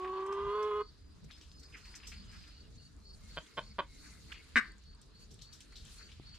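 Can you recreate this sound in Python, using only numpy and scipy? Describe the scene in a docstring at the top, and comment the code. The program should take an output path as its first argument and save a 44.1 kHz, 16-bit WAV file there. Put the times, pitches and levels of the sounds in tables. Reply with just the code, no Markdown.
"""An outdoor pen beside a shed: a hen ends a long, rising, hoarse call; later come three short clucks and a loud bark.
The call adds pure tones to rough throat pulses; clucks and bark are a few separate pulses ringing a throat.
Feet scuff soil and straw, claws rake and stalks snap: bursts of grains and filtered noise.
Crickets and distant small creatures are wavering tones; air and a breeze on the microphone are shaped noise.
The bark also comes back from a wall on the left, and the bird sounds have a short outdoor echo tail."""
import sys
import numpy as np
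from scipy import signal
from scipy.io import wavfile
from scipy.ndimage import uniform_filter1d

SR = 44100
rng = np.random.default_rng(int(sys.argv[2]) if len(sys.argv) > 2 else 0)


def generate_wav(signal):
    """Clip the signal to [-1, 1] and save it as 16-bit WAV at the path in sys.argv[1]."""
    frames = np.transpose(np.atleast_2d(signal))
    scaled = np.clip(frames, -1, 1) * 32767
    pcm = np.round(scaled).astype(np.int16)
    wavfile.write(sys.argv[1], SR, pcm)


N = 281358

# Still air, tone colour: (pitch [Hz], level per Hz [dB])
AIR_COLOUR = [(120, -23), (200, 5.5), (412, -5), (761, -28.5), (1130, -11), (3230, -33), (4240, -10.5),
              (5550, -62), (8570, -54.5), (12700, -84.5), (15000, -54)]
# Strength of the breeze: (time [s], level [dB])
BREEZE = [(0.0, -58.5), (0.28, -63.5), (0.48, -48), (0.55, -56.5), (1.22, -56.5), (1.24, -47),
          (1.31, -61.5), (2.38, -51.5), (2.52, -59.5), (2.77, -51.5), (2.88, -60), (2.95, -54.5),
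          (3.39, -52.5), (3.48, -68.5), (3.59, -55), (5.13, -58), (5.35, -52.5), (5.63, -58), (5.74, -54.5),
          (6.38, -55.5)]
# Breeze rumble, tone colour: (pitch [Hz], level per Hz [dB])
RUMBLE_COLOUR = [(12, -35), (20, -13), (65, 6), (77, -22.5), (109, -4.5), (206, -11.5), (344, -61.5),
                 (400, -6), (520, -51), (880, -120)]
# How alike left and right are in the noises: (pitch [Hz], likeness [-1 to 1])
LIKENESS = [(60, 0.98), (180, 0.19), (550, 0.38), (1650, 0.48), (4970, 0.027), (15000, 0.073)]
# Thin tones of distant insects and small birds:
# (time [s], length [s], start pitch [Hz], end pitch [Hz], level [dB], blur [0-1])
TRILLS = [(0.95, 0.2, 4830, 4830, -69, .25), (1.318, 0.065, 5070, 5050, -59, .1),
          (1.48, .13, 5050, 5000, -62, .35), (1.62, .83, 4980, 4955, -60, .2),
          (2.47, .045, 4950, 4950, -61, .1), (2.51, 0.17, 2870, 2850, -70, .35),
          (2.785, 0.11, 2840, 2840, -69, .3), (2.22, 0.09, 2920, 2920, -67, .3),
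          (2.53, .07, 4850, 4850, -69, .5), (3.04, 0.13, 4950, 4980, -65, .3),
          (3.043, .11, 5300, 5300, -68, .7), (3.03, .13, 4280, 4300, -63, .3),
          (2.76, .11, 4280, 4300, -66, .3), (3.406, 0.07, 3320, 3350, -64, .3),
          (3.53, .2, 5250, 5200, -63, .35), (3.2, 0.12, 2150, 2150, -68, .5),
          (3.46, 0.28, 2130, 2200, -67, .5), (3.83, .38, 2200, 2050, -65, .5),
          (3.85, 0.15, 4050, 4000, -67, 1), (4.388, 0.032, 2200, 2200, -51.5, .2)]
# Chirps of the near cricket: (time [s], level [dB])
CHIRPS = [(0.13, -64.5), (0.52, -63), (0.801, -62), (1.577, -64), (1.829, -60), (2.129, -60.5),
          (2.321, -67), (2.526, -63), (2.779, -61.5), (3.053, -59.5), (3.298, -61), (3.624, -61.5),
          (4.002, -61.5), (4.291, -62.5), (4.63, -65.5), (4.859, -64), (5.15, -62.5), (5.429, -61),
          (5.722, -63), (5.978, -57.5), (6.268, -58.5)]
# Straw rustling: (time [s], coarse straw level [dB], fine straw level [dB])
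RUSTLE = [(0.0, -65.5, -70.5), (0.39, -84, -73), (0.7, -69.5, -70), (0.9, -76, -77), (1.44, -71.5, -73),
          (1.72, -78, -68.5), (1.92, -63.5, -67), (2.29, -63, -70), (2.5, -68, -73.5), (3.07, -77.5, -71.5),
          (3.35, -61.5, -63), (3.84, -70.5, -73), (4.01, -67.5, -59.5), (4.19, -67.5, -62),
          (4.58, -61.5, -69.5), (4.85, -73.5, -76.5), (5.14, -74.5, -76), (5.22, -66, -64),
          (5.29, -73, -72), (5.81, -66, -69.5), (5.93, -64, -58), (6.13, -64.5, -71), (6.38, -65, -76)]
# Coarse straw, tone colour: (pitch [Hz], level per Hz [dB])
COARSE_COLOUR = [(410, -42), (700, -18.5), (851, -20), (1220, -4.5), (1940, -4), (2450, -6.5), (4200, 1.5),
                 (5460, -31.5), (9240, -120)]
# Fine straw, tone colour: (pitch [Hz], level per Hz [dB])
FINE_COLOUR = [(2500, -36), (4000, 14.5), (6000, 14.5), (8500, 7.5), (12400, -4), (15500, -22)]
# Claws raking the soil: (time of the peak [s], level [dB], time to fall 60 dB [s])
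RAKES = [(1.09, -73, 0.057), (1.308, -62.5, 0.2), (1.63, -68, 0.35), (1.74, -58.5, 0.54),
         (2.351, -56, 0.15), (2.481, -60, 0.14), (3.001, -69.5, 0.016), (4.057, -59, 0.65),
         (4.328, -51.5, 0.025), (5.134, -70, 0.11), (5.529, -66.5, 0.21), (6.01, -61.5, 0.1)]
# Raked soil, tone colour: (pitch [Hz], level per Hz [dB])
SOIL_COLOUR = [(700, -55), (1000, 8), (1400, 9), (1900, 28), (2700, -11)]
# Straw snapping: (time [s], level 1 dB under the peak [dB], pitch [Hz], left minus right [dB])
TICKS = [(0.2642, -49, 7850, -1), (0.3262, -47, 5200, -3), (0.625, -54, 5110, -6), (1.2426, -57, 5970, 2.5),
         (1.311, -43, 4970, -2), (1.4133, -46.5, 5130, -3), (1.516, -48, 5400, 0), (1.5953, -69, 5140, 1),
         (1.953, -40, 5860, -1), (2.81, -60, 5300, -1.0), (2.9657, -57, 6900, -7), (3.002, -57, 5770, -0.5),
         (3.237, -54, 5040, 2), (4.3186, -54, 5720, -3), (4.7203, -53, 7950, 1.5),
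         (4.7374, -66, 5000, -1.0), (4.782, -55, 6900, 4), (4.8377, -57, 6010, 0.5),
         (4.8843, -71, 6100, 0.5), (4.9492, -58, 7900, -2), (5.016, -49, 8450, 0), (5.343, -48, 8500, -4),
         (5.3928, -57, 7880, -0.5), (5.421, -43, 6100, -7), (5.5348, -58, 5220, 4),
         (5.6057, -47.5, 8100, -7), (5.724, -54, 5900, 1.5), (5.7597, -46, 5940, -5),
         (5.852, -46, 7600, -1), (6.117, -55, 5500, 0), (6.2946, -52, 5240, 0.5)]
# A foot lands: (time [s], strength of the knock before it rings [dB], pitch [Hz])
THUD = [(6.198, -44, 325)]
# Scuffing feet: (time [s], dull part before a 6.5 dB cut [dB], dull pitch [Hz], bright part [dB],
# left minus right [dB], time to fall 60 dB [s])
SCUFFS = [(0.045, -36, 1620, -102, 3, 0.086), (0.075, -43, 2180, -80, 9, 0.044),
          (0.2624, -50, 1960, -55, 1, 0.068), (0.323, -46.5, 2120, -54.5, 2, 0.11),
          (0.623, -51, 2988, -54, -2, 0.099), (1.243, -61, 2100, -51.5, 2, 0.033),
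          (1.309, -48.5, 3440, -63, 7, 0.23), (1.373, -56.5, 2140, -62, -1, 0.12),
          (1.41, -55.5, 3100, -65, 6.5, 0.3), (1.5164, -56, 3840, -55, 2.5, 0.029),
          (1.592, -88, 3500, -54.5, -3, 0.09), (1.63, -50, 4640, -57.5, 4, 0.086),
          (1.722, -56.5, 2620, -85, -6, 0.33), (1.7655, -57, 2580, -62.5, -6, 0.33),
          (1.8492, -51.5, 2220, -62, 2, 0.21), (1.938, -48.5, 2260, -75, 4, 0.21),
          (1.9526, -79, 1930, -43.5, 0, 0.091), (1.9983, -56, 2610, -95, 11, 0.13),
          (2.03, -47, 2560, -69, 4, 0.18), (2.067, -51.5, 3130, -46.5, -1.5, 0.22),
          (2.118, -43.5, 2400, -92, 5.5, 0.17), (2.311, -58.5, 2400, -65, -6, 1),
          (2.436, -54.5, 2760, -85, 7, 0.082), (2.471, -54, 3700, -63, 0, 0.079),
          (3.464, -49.5, 3680, -79, 1, 0.042), (4.3187, -37.5, 2880, -52, -7, 0.073),
          (4.342, -46.5, 2450, -88, 6, 0.26), (4.7785, -65, 1760, -70, 3, 0.08),
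          (5.011, -64.5, 3590, -61.5, 3, 0.14), (5.306, -60, 3680, -58, 1, 0.22),
          (5.3405, -62, 3580, -62, 2, 0.045), (5.3894, -58.5, 3240, -76, 11, 0.14),
          (5.414, -47, 3900, -53.5, 5, 0.15), (5.526, -51, 3800, -52.5, 3.5, 0.2),
          (5.604, -51, 3120, -53, 2, 0.11), (5.7224, -55, 1910, -73, 5, 0.13),
          (5.7557, -48, 3900, -58.5, 5.5, 0.38), (5.8476, -58, 3430, -68, 11.5, 0.58),
          (6.091, -52.5, 2460, -86, 8, 0.063), (6.1162, -50.5, 3270, -63, 6, 0.13),
          (6.3405, -56.5, 3070, -62, 1, 0.19)]
# Rings of the bright straw crackle: (pitch [Hz], width [Hz], level [dB])
SCUFF_BRIGHT = [(5450, 930, -1), (8230, 1300, -8), (10400, 3100, -14.5)]
# The one pitch that the shed wall favours: (pitch [Hz], width [Hz], level [dB])
SHED_RING = [(1950, 900, -30)]
# Clucks coming back off the ground and the birds close by: (delay [s], level [dB])
CLUCK_BOUNCES = [(.002, -10), (.0033, -12), (.0078, -15)]
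# Clucks: (time [s], pulses [count], first gap [ms], second gap [ms], last gap [ms], overall strength [dB],
# then relative levels: first pulse [dB], second pulse [dB], last pulse [dB], windpipe ring [dB])
CLUCKS = [(3.3680, 4, 4.2, 7.0, 6.3, -32.5, -11, 0, -3, -10),
          (3.5712, 5, 3.8, 4.5, 6.6, -30.5, -16, -6, 1, -3),
          (3.7848, 5, 4.2, 5.0, 5.5, -29.5, -8, 0, -3, 3)]
# Rings of the throat in a cluck: (pitch [Hz], width [Hz], level [dB])
CLUCK_THROAT = [(194, 90, -8), (695, 150, -5), (1520, 380, 0.5), (2400, 1100, 2.5), (3180, 100, -3),
                (4470, 270, -19)]
# The bark: (time [s], pulses [count], first gap [ms], second gap [ms], last gap [ms], overall strength [dB],
# then relative levels: first pulse [dB], second pulse [dB], last pulse [dB], windpipe ring [dB])
BARK = [(4.5577, 7, 4.3, 3.95, 5.0, -23.5, -1.5, 0, -4, 8)]
# Rings of the throat in the bark: (pitch [Hz], width [Hz], level [dB])
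BARK_THROAT = [(247, 53, -11), (490, 76, -28), (740, 46, -51), (1103, 76, -7.5), (1550, 180, 8),
               (2230, 210, -1), (3030, 240, -7), (3770, 166, -8.5), (4800, 500, -8), (5400, 420, -9.5),
               (6550, 450, -13.5), (8200, 700, -7.5), (11700, 1500, -18.5)]
# Long call: (time [s], pitch [Hz], first partial level [dB], uneven pulses level [dB],
# roughness [0-1, higher values count as 1])
CALL = [(0.0, 366.2, -44.5, -61, 0.8), (0.067, 375.2, -41.5, -54.5, 1.1),
        (0.129, 378.6, -42.5, -51.5, 0.73), (0.204, 381.3, -40.5, -48, 1), (0.246, 386.5, -40.5, -51, 1.07),
        (0.3, 392.8, -39, -46, 1.1), (0.399, 399.2, -38.5, -44.5, 0.65), (0.449, 405.7, -39, -47.5, 0.9),
        (0.486, 404.6, -37, -42, 0.29), (0.534, 413.2, -37, -42, 0.66), (0.575, 423.2, -37, -38.5, 0.3),
        (0.655, 420.7, -35, -38.5, 0.2), (0.69, 425, -37, -44.5, 0.7), (0.73, 411.2, -36.5, -40.5, 0.49),
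        (0.781, 423, -37, -43, 0.2), (0.818, 416.5, -37, -39, 0.48)]
# Upper partials of the call: (multiple of the pitch [count], level relative to the shared upper level [dB])
CALL_UPPER = [(4, -2), (5, 0.5), (6, -6.5), (7, -2.5), (8, -0.5), (9, -13), (10, -14.5)]
# Rings of the throat in the long call: (pitch [Hz], width [Hz], level [dB])
CALL_THROAT = [(595, 290, -15), (1080, 120, 5), (1542, 79, 2), (3320, 600, -20)]
# Airy noise of the call, tone colour: (pitch [Hz], level per Hz [dB])
CALL_BREATH_COLOUR = [(400, -26.5), (700, 3), (1000, -9), (1500, -2), (2000, -8), (2800, 0), (3500, -12),
                      (5000, -27)]

AIR_DB = -64.5
GUSTS_DB, GUSTS_PER_S = 1.2, 6   # lumps shared by the whole rumble
TRILL_WIDTH_HZ, TRILL_WANDER, TRILL_EDGE_S = 60, .5, 0.012
THROBS_PER_S, THROB_DEPTH = 9.03, 0.65
TRILL_SWELL_DB_PER_S = 0.5
CHIRP_HZ, CHIRP_RISE_HZ, CHIRP_S = 4445, 79, .095
STROKES_PER_S, STROKE_DEPTH = 30, 0.26
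LOWER_HZ, LOWER_DB, LOWER_EARLY_S = 4220, -11.5, 0.038   # second cricket; level and lead against the near one
RAKE_RISE_DB_PER_S = 431
TICK_WIDTH_HZ = 1300
SCUFF_RISE_S, CRACKLE_RISE_S, SOIL_RING_WIDTH_HZ = 0.0014, 0.0075, 1390
SHED_DB, NEAR_T60_S, FAR_T60_S = -6, 0.11, 0.28   # T60: time to fall 60 dB
CLUCK_SEND_DB, BARK_SEND_DB = -12, -12   # how much goes into the echo tail
WALL_S, WALL_DB, WALL_PAN_DB, WALL_LAG = .014, -6.5, 7, -6   # the bark off a wall on the left; lag in samples
CLUCK_RING, BARK_RING = (1100, 90), (2000, 300)   # windpipe ring: (pitch [Hz], width [Hz])
CLOSE_S, CLOSE_T60_S = .007, .04   # the beak shuts after the last pulse and damps the throat
BARK_SLOWING = 3.0   # power of the progress: the gaps stay even, then stretch at the end
RASP_HZ, CLUCK_RASP_DB, BARK_RASP_DB = 2800, -40, -21.5   # air hissing past the beak, outside the throat's rings
CLUCK_BREATH_DB, BARK_BREATH_DB = -19, -16
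CALL_RELEASE_S, CALL_BREATH_DB = 0.014, -59.5
SECOND_DB = -10.5   # second partial against the first, 100 Hz away from the notch
NOTCH_HZ, NOTCH_WIDTH_HZ = 812, 4.8   # the second partial fades as it crosses this notch of the throat
THIRD_DB, THIRD_FOLLOWS = -44, 0.15   # level at mean effort; dB gained per dB of effort
UPPER_DB, UPPER_FOLLOWS = -65.5, 2.1   # the upper partials open with effort
JITTER_CYCLES, UPPER_FLUTTER_DB = .008, 2.0   # fast unsteadiness blurs the upper partials; each flutters alone
SLIP_CHANCE = .22   # per cycle at full roughness, the strong-weak order swaps
CUTOFF_HZ = 15600


def amp(db):
    """Turn decibels into a plain multiplier."""
    return 10 ** (np.asarray(db) / 20)


def rms_one(x):
    """Scale a sound to an average strength (rms) of 1."""
    return x / np.sqrt(np.mean(x ** 2) + 1e-20)


def in_time(rows):
    """Draw straight lines between the rows, giving each column a value at every sample."""
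    s, *columns = np.transpose(rows)
    return [np.interp(np.arange(N) / SR, s, c) for c in columns]


def span(t0, t1, edge_s):
    """1 between two times, with soft edges outside them."""
    t = np.arange(N) / SR
    nearest_edge = np.minimum(t - t0 + edge_s, t1 - t + edge_s)
    return np.clip(nearest_edge / edge_s, 0, 1) ** 2


def at_hz(points, hz):
    """Read a pitch table, with pitch on a log scale as the ear hears it."""
    table_hz, values = np.array(points).T
    return np.interp(np.log(hz), np.log(table_hz), values)


def drift(rate):
    """Slow random wandering of rms 1; a higher rate [Hz] wanders faster."""
    r = np.exp(-80 * np.pi * rate / SR)   # worked out at every 40th sample
    noise = rng.standard_normal(N // 40 + 2002)
    slow = signal.lfilter([1], [1, -2 * r, r * r], noise)[2000:]
    return np.interp(np.arange(N) / 40, np.arange(len(slow)), rms_one(slow))


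def resonate(x, modes, alternate=False):
    """Ring side-by-side resonances; like signs give a sharp click, alternating signs cancel the lows."""
    out = 0
    for k, (hz, width_hz, db) in enumerate(modes):
        r, w = np.exp(-np.pi * width_hz / SR), 2 * np.pi * hz / SR
        sign = (-1) ** (k * alternate)
        ring = signal.lfilter([0, np.sin(w)], [1, -2 * r * np.cos(w), r * r], x + 1e-18)
        out = out + sign * amp(db) * ring
    return out


def bandpass(x, low_hz, high_hz, order):
    """Keep what lies between two pitches."""
    return signal.sosfilt(signal.butter(order, [low_hz, high_hz], "band", fs=SR, output="sos"), x)


def place(x, pan_db, lag):
    """Place in stereo by level difference; the left side hears it `lag` samples later."""
    left = np.interp(np.arange(N) - lag, np.arange(N), x)
    return np.array([left * amp(pan_db / 2), x * amp(-pan_db / 2)])


def grains(per_s, spread_db, channels):
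    """Random clicks of very uneven size, rms 1."""
    shape = (channels, N)
    sizes = amp(spread_db * np.minimum(rng.exponential(1, shape), 4)) * rng.choice([-1, 1], shape)
    return rms_one(sizes * (rng.random(shape) < per_s / SR))


def banded(white, spectrum, patchy_db, flicker):
    """Half-octave noise bands, each with its own level, flicker and left-right likeness; rms 1."""
    out, edges = 0, 20 * 2 ** np.arange(0, 10, .5)
    for k, (low, high) in enumerate(zip(edges, np.minimum(edges[1:], 19000))):
        hz = np.sqrt(low * high)
        if spectrum[0][0] <= hz <= spectrum[-1][0]:
            mid, side = bandpass(white[k % 2], low, high, 2)   # neighbouring bands use different noise
            alike = np.clip(at_hz(LIKENESS, hz), -1, 1)
            gain = amp(at_hz(spectrum, hz) + patchy_db * drift(flicker))
            out = out + gain * (np.sqrt(1 + alike) * mid + np.sqrt(1 - alike) * side * [[1], [-1]])
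    return rms_one(out)


def air_and_breeze(white):
    """Steady air noise, plus a breeze whose low rumble on the microphone rises and falls."""
    air = amp(AIR_DB) * banded(white, AIR_COLOUR, 3.5, 6.2)
    breeze_db = in_time(BREEZE)[0] + GUSTS_DB * drift(GUSTS_PER_S)
    return air + amp(breeze_db) * banded(white[::-1], RUMBLE_COLOUR, 2.7, 5.3)


def trills():
    """Thin, unevenly throbbing tones from further off; blur trades a steady tone for a wandering one."""
    out = np.zeros(N)
    throb = np.sin(np.pi * (THROBS_PER_S * np.arange(N) / SR + 0.35 * drift(12.0))) ** 2
    narrow, wide = [drift(width_hz) + 1j * drift(width_hz) for width_hz in (TRILL_WIDTH_HZ, 200)]
    for s, length_s, hz, end_hz, db, blur in TRILLS:
        i, blur = int(s * SR), np.clip(blur, 0, 1)
        t = np.arange(int(length_s * SR)) / SR
        part = slice(i, i + len(t))
        edges = np.clip(np.minimum(t, length_s - t) / TRILL_EDGE_S, 0, 1)
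        shape = edges * (1 - THROB_DEPTH * throb[part])
        wander = (1 - blur) * (1 + TRILL_WANDER * narrow[part]) + blur * wide[part]
        glide_hz = hz + (end_hz - hz) * t / length_s / 2   # average pitch so far, for a straight glide
        tone = wander * np.exp(2j * np.pi * glide_hz * t)
        out[part] += amp(db + TRILL_SWELL_DB_PER_S * t) * shape * np.real(tone)
    return place(out, 1.0, 1.35)


def fuzzy_tone(hz, width_hz, steady):
    """A tone whose size and phase wander by slow chance; rms 1."""
    wander = steady + drift(width_hz) + 1j * drift(width_hz)
    cycles = np.cumsum(hz + np.zeros(N)) / SR
    return rms_one(np.real(wander * np.exp(2j * np.pi * cycles)))


def crickets():
    """A near cricket whose chirps rise a little, and a lower one that starts just ahead of it."""
    t, level, rise = np.arange(N) / SR, np.zeros(N), np.zeros(N)
    for s, db in CHIRPS:
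        strokes = 1 - STROKE_DEPTH * np.cos(np.pi * STROKES_PER_S * (t - s)) ** 2
        level += amp(db) * span(s + 0.0043, s + CHIRP_S, 0.032) * strokes
        rise += span(s, s + CHIRP_S, 0.099) * np.clip((t - s) / CHIRP_S, 0, 1)
    near = level * fuzzy_tone(CHIRP_HZ + CHIRP_RISE_HZ * rise, 85, 0.15)
    early = int(LOWER_EARLY_S * SR)
    ahead = np.r_[level[early:], np.zeros(early)]
    lower = amp(LOWER_DB) * ahead * fuzzy_tone(LOWER_HZ, 110, 0.21)
    return place(near, 0.87, 2.4) + place(lower, -0.37, -1.6)


def straw_rustle(crackle):
    """Coarse and fine straw: random grains filtered into two tone colours, each with its own level."""
    coarse_db, fine_db = in_time(RUSTLE)
    coarse = amp(coarse_db) * banded(crackle, COARSE_COLOUR, 2, 15)
    return coarse + amp(fine_db) * banded(crackle[::-1], FINE_COLOUR, 2.5, 20)


def claw_rakes(crackle):
    """Claws rake the soil: gritty noise that swells fast and dies away with each stroke."""
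    t, gain = np.arange(N) / SR, 0
    for s, db, t60 in RAKES:
        gain = gain + amp(db + np.minimum(RAKE_RISE_DB_PER_S * (t - s), -60 * (t - s) / t60))
    return gain * banded(crackle[:, ::-1], SOIL_COLOUR, 5.2, 19.0)


def straw_ticks():
    """Single stalks snap: a tiny splintering burst that rings for a millisecond or two."""
    out = np.zeros((2, N + 300))
    splinter = rng.standard_normal((len(TICKS), 300)) * amp(-np.arange(300) * .5)
    for (s, db, hz, pan_db), burst in zip(TICKS, splinter):
        i = int(s * SR)
        ring = resonate(resonate(burst, [(hz, 2 * TICK_WIDTH_HZ, 0)]), [(hz, TICK_WIDTH_HZ, 0)])
        gain = amp(db + 1 + np.array([[pan_db / 2], [-pan_db / 2]]))
        out[:, i:i + len(ring)] += ring / np.abs(ring).max() * gain
    return out[:, :N]


def thud():
    """A foot lands: a softened click rings two low resonances as a dull knock."""
    click = np.zeros(N)
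    s, db, hz = THUD[0]
    click[int(s * SR)] = amp(db)
    soft = signal.lfilter(np.hanning(30) / 10, [1], click)
    return resonate(soft, [(hz, 120, 0), (700, 400, -6)])


def scuffs():
    """Each scuff is a swarm of grains: a dull ring of soil and a bright crackle of straw."""
    out = np.zeros((2, N))
    grit = np.diff(grains(5000, 1.1, channels=1)[0], prepend=0)   # light grains push no bass
    straw = np.diff(grains(7100, 1.5, channels=2), prepend=0)
    bright = rms_one(resonate(straw, SCUFF_BRIGHT, alternate=True))
    for s, dull_db, hz, bright_db, pan_db, t60 in SCUFFS:
        i, ring = int(s * SR), [(hz, SOIL_RING_WIDTH_HZ, 0)]
        t = np.arange(min(int(.3 * SR), N - i)) / SR
        part = slice(i, i + len(t))
        dull = rms_one(resonate(resonate(grit[part], ring), ring)) * np.minimum(t / SCUFF_RISE_S, 1)
        crackle = bright[:, part] * np.minimum(t / CRACKLE_RISE_S, 1)
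        mix = amp(dull_db - 6.5) * dull + amp(bright_db) * crackle
        out[:, part] += mix * amp(-60 * t / max(t60, .01)) * amp([[pan_db / 2], [-pan_db / 2]])
    return out


def shed(x, far_db):
    """Quick scatter from ground and flock, then a slow tail from fence and shed, partly own in each channel."""
    t = np.arange(int(.5 * SR)) / SR
    fade = amp(-60 * t / NEAR_T60_S) + amp(far_db - 60 * t / FAR_T60_S)
    shape = fade * np.clip(t / 0.029, 0, 1)
    common, own = rng.standard_normal(len(t)), rng.standard_normal((2, len(t)))
    tail = bandpass((common + 0.65 * own) * shape, 600, 7000, 1)
    tail = amp(SHED_DB) * tail / np.sqrt(np.sum(tail ** 2) / 2)
    return signal.fftconvolve(x[None], tail, axes=1)[:, :N]


def pulsed(calls, throat, ring, breath_db, rasp_db, top_hz, alternate, slowing=1):
    """A few separate voice-box pulses, each followed by a puff of air, through throat and windpipe."""
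    out, t = np.zeros(N), np.arange(SR // 5) / SR
    for s, count, first_ms, second_ms, last_ms, peak_db, first_db, second_db, last_db, ring_db in calls:
        progress = np.linspace(0, 1, count - 2) ** slowing
        at_s = np.cumsum(np.r_[0, first_ms, second_ms + (last_ms - second_ms) * progress]) / 1000
        source = np.zeros(len(t))
        pulse_db = np.r_[first_db, second_db, np.linspace(0, last_db, count - 2)]
        source[(at_s * SR).astype(int)] = amp(peak_db + pulse_db)
        hiss = np.diff(rng.standard_normal(len(t) + 1))   # weak in the bass
        puff = signal.lfilter([1], [1, -.992], source) * hiss
        pulse = signal.lfilter(np.hanning(7) / 3, [1], source + amp(breath_db) * puff)
        soft = signal.sosfilt(signal.butter(4, top_hz, fs=SR, output="sos"), pulse)
        windpipe = resonate(soft, [(*ring, ring_db)])
        voice = resonate(soft, throat, alternate) + (-1) ** alternate * windpipe
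        voice = voice + amp(rasp_db) * bandpass(puff, RASP_HZ, top_hz, 2)
        closing = amp(-60 * np.maximum(t - at_s[-1] - CLOSE_S, 0) / CLOSE_T60_S)
        i = int(s * SR)
        out[i:i + len(t)] += voice * closing
    return out


def three_clucks():
    """Short pulsed calls, low in bass, with quick bounces off the ground and nearby birds."""
    clucks = pulsed(CLUCKS, CLUCK_THROAT, CLUCK_RING, CLUCK_BREATH_DB, CLUCK_RASP_DB, 4300, alternate=False)
    # a small beak radiates little bass
    clucks = signal.sosfilt(signal.butter(1, 250, "high", fs=SR, output="sos"), clucks)
    # low heads, so the ground answers at once
    return clucks + sum(amp(db) * np.roll(clucks, int(s * SR)) for s, db in CLUCK_BOUNCES)


def loud_bark():
    """One loud pulsed call with a bright throat and a strong rasp of air."""
    return pulsed(BARK, BARK_THROAT, BARK_RING, BARK_BREATH_DB, BARK_RASP_DB, 8900,
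                  alternate=True, slowing=BARK_SLOWING)


def call_breath(white):
    """Airy noise that lasts as long as the long call."""
    level = amp(CALL_BREATH_DB) * span(0, CALL[-1][0], CALL_RELEASE_S)
    return level * banded(white[:, ::-1], CALL_BREATH_COLOUR, 3.0, 25)


def long_call():
    """Clean partials, plus strong-weak throat pulses that turn hoarse when the pattern breaks."""
    hz, first_db, uneven_db, hoarse = in_time(CALL)
    hoarse = np.clip(hoarse, 0, 1)
    effort_db = first_db - np.mean([row[2] for row in CALL])
    notch_gain = np.hypot(2 * hz - NOTCH_HZ, NOTCH_WIDTH_HZ) / 100
    second_db = first_db + SECOND_DB + 20 * np.log10(notch_gain)
    third_db = THIRD_DB + THIRD_FOLLOWS * effort_db
    upper_db = UPPER_DB + UPPER_FOLLOWS * effort_db
    partials = [(1, first_db), (2, second_db), (3, third_db)]
    partials += [(k, upper_db + db + UPPER_FLUTTER_DB * drift(30)) for k, db in CALL_UPPER]
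    cycles = np.cumsum(hz) / SR
    wobble = .012 * drift(40) + .05 * drift(8) + JITTER_CYCLES * drift(120)
    clean = 0
    for k, db in partials:
        clean = clean + np.sqrt(2) * amp(db) * np.sin(2 * np.pi * k * (cycles + wobble) + k * k)
    clean = clean * amp(0.97 * hoarse * drift(48))   # a hoarse voice flutters in level

    at = np.flatnonzero(np.diff(np.floor(cycles)))   # one pulse per cycle
    share = hoarse[at]
    slips = rng.random(N)[at] < SLIP_CHANCE * share ** 2
    order = np.arange(len(at)) + np.cumsum(slips)
    pulses = np.zeros(N)
    # alternating signs put the rings at half steps between the partials
    pulses[at] = (1 - .6 * share) * (-1) ** order + .6 * share * rng.standard_normal(N)[at]
    ringing = resonate(np.diff(pulses, prepend=0), CALL_THROAT)
    ringing = resonate(ringing, [(1064, 320, 2.5), (3000, 1000, -1.0)])
    ringing = ringing / np.sqrt(uniform_filter1d(ringing ** 2, size=2500) + 1e-9)   # even out the level
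    return (clean + amp(uneven_db) * ringing) * span(0, CALL[-1][0], CALL_RELEASE_S)


def birds():
    """Place the call, clucks and bark, with their echo tails and the bark's return from the wall."""
    call, clucks, bark = long_call(), three_clucks(), loud_bark()
    direct = place(call, -1.3, 2.8) + place(clucks, -1.1, 2.4) + place(bark, 1.3, 1.8)
    soft_tail = shed(amp(-13.5) * call + amp(CLUCK_SEND_DB) * clucks, -30.0)
    wall = amp(WALL_DB) * place(np.roll(bark, int(WALL_S * SR)), WALL_PAN_DB, WALL_LAG)
    bark_tail = shed(amp(BARK_SEND_DB) * bark + resonate(bark, SHED_RING), -3.5)
    # the bark's tail leans to the left: 1.5 dB up there, 1.5 dB down on the right
    return direct + soft_tail + wall + bark_tail * amp([[1.5], [-1.5]])


def scene():
    """Add up air, insects, ground noises and the birds near the microphone."""
    white = rng.standard_normal((2, 2, N))
    crackle = grains(7000, 2.2, channels=4).reshape(2, 2, N)
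    background = air_and_breeze(white) + trills() + crickets()
    ground = straw_rustle(crackle) + claw_rakes(crackle) + straw_ticks() + thud() + scuffs()
    return background + ground + call_breath(white) + birds()


def record(dry):
    """Cut the very top of the sound steeply."""
    return signal.sosfilt(signal.cheby2(12, 70, CUTOFF_HZ, fs=SR, output="sos"), dry)


dry = scene()
out = record(dry)
generate_wav(out)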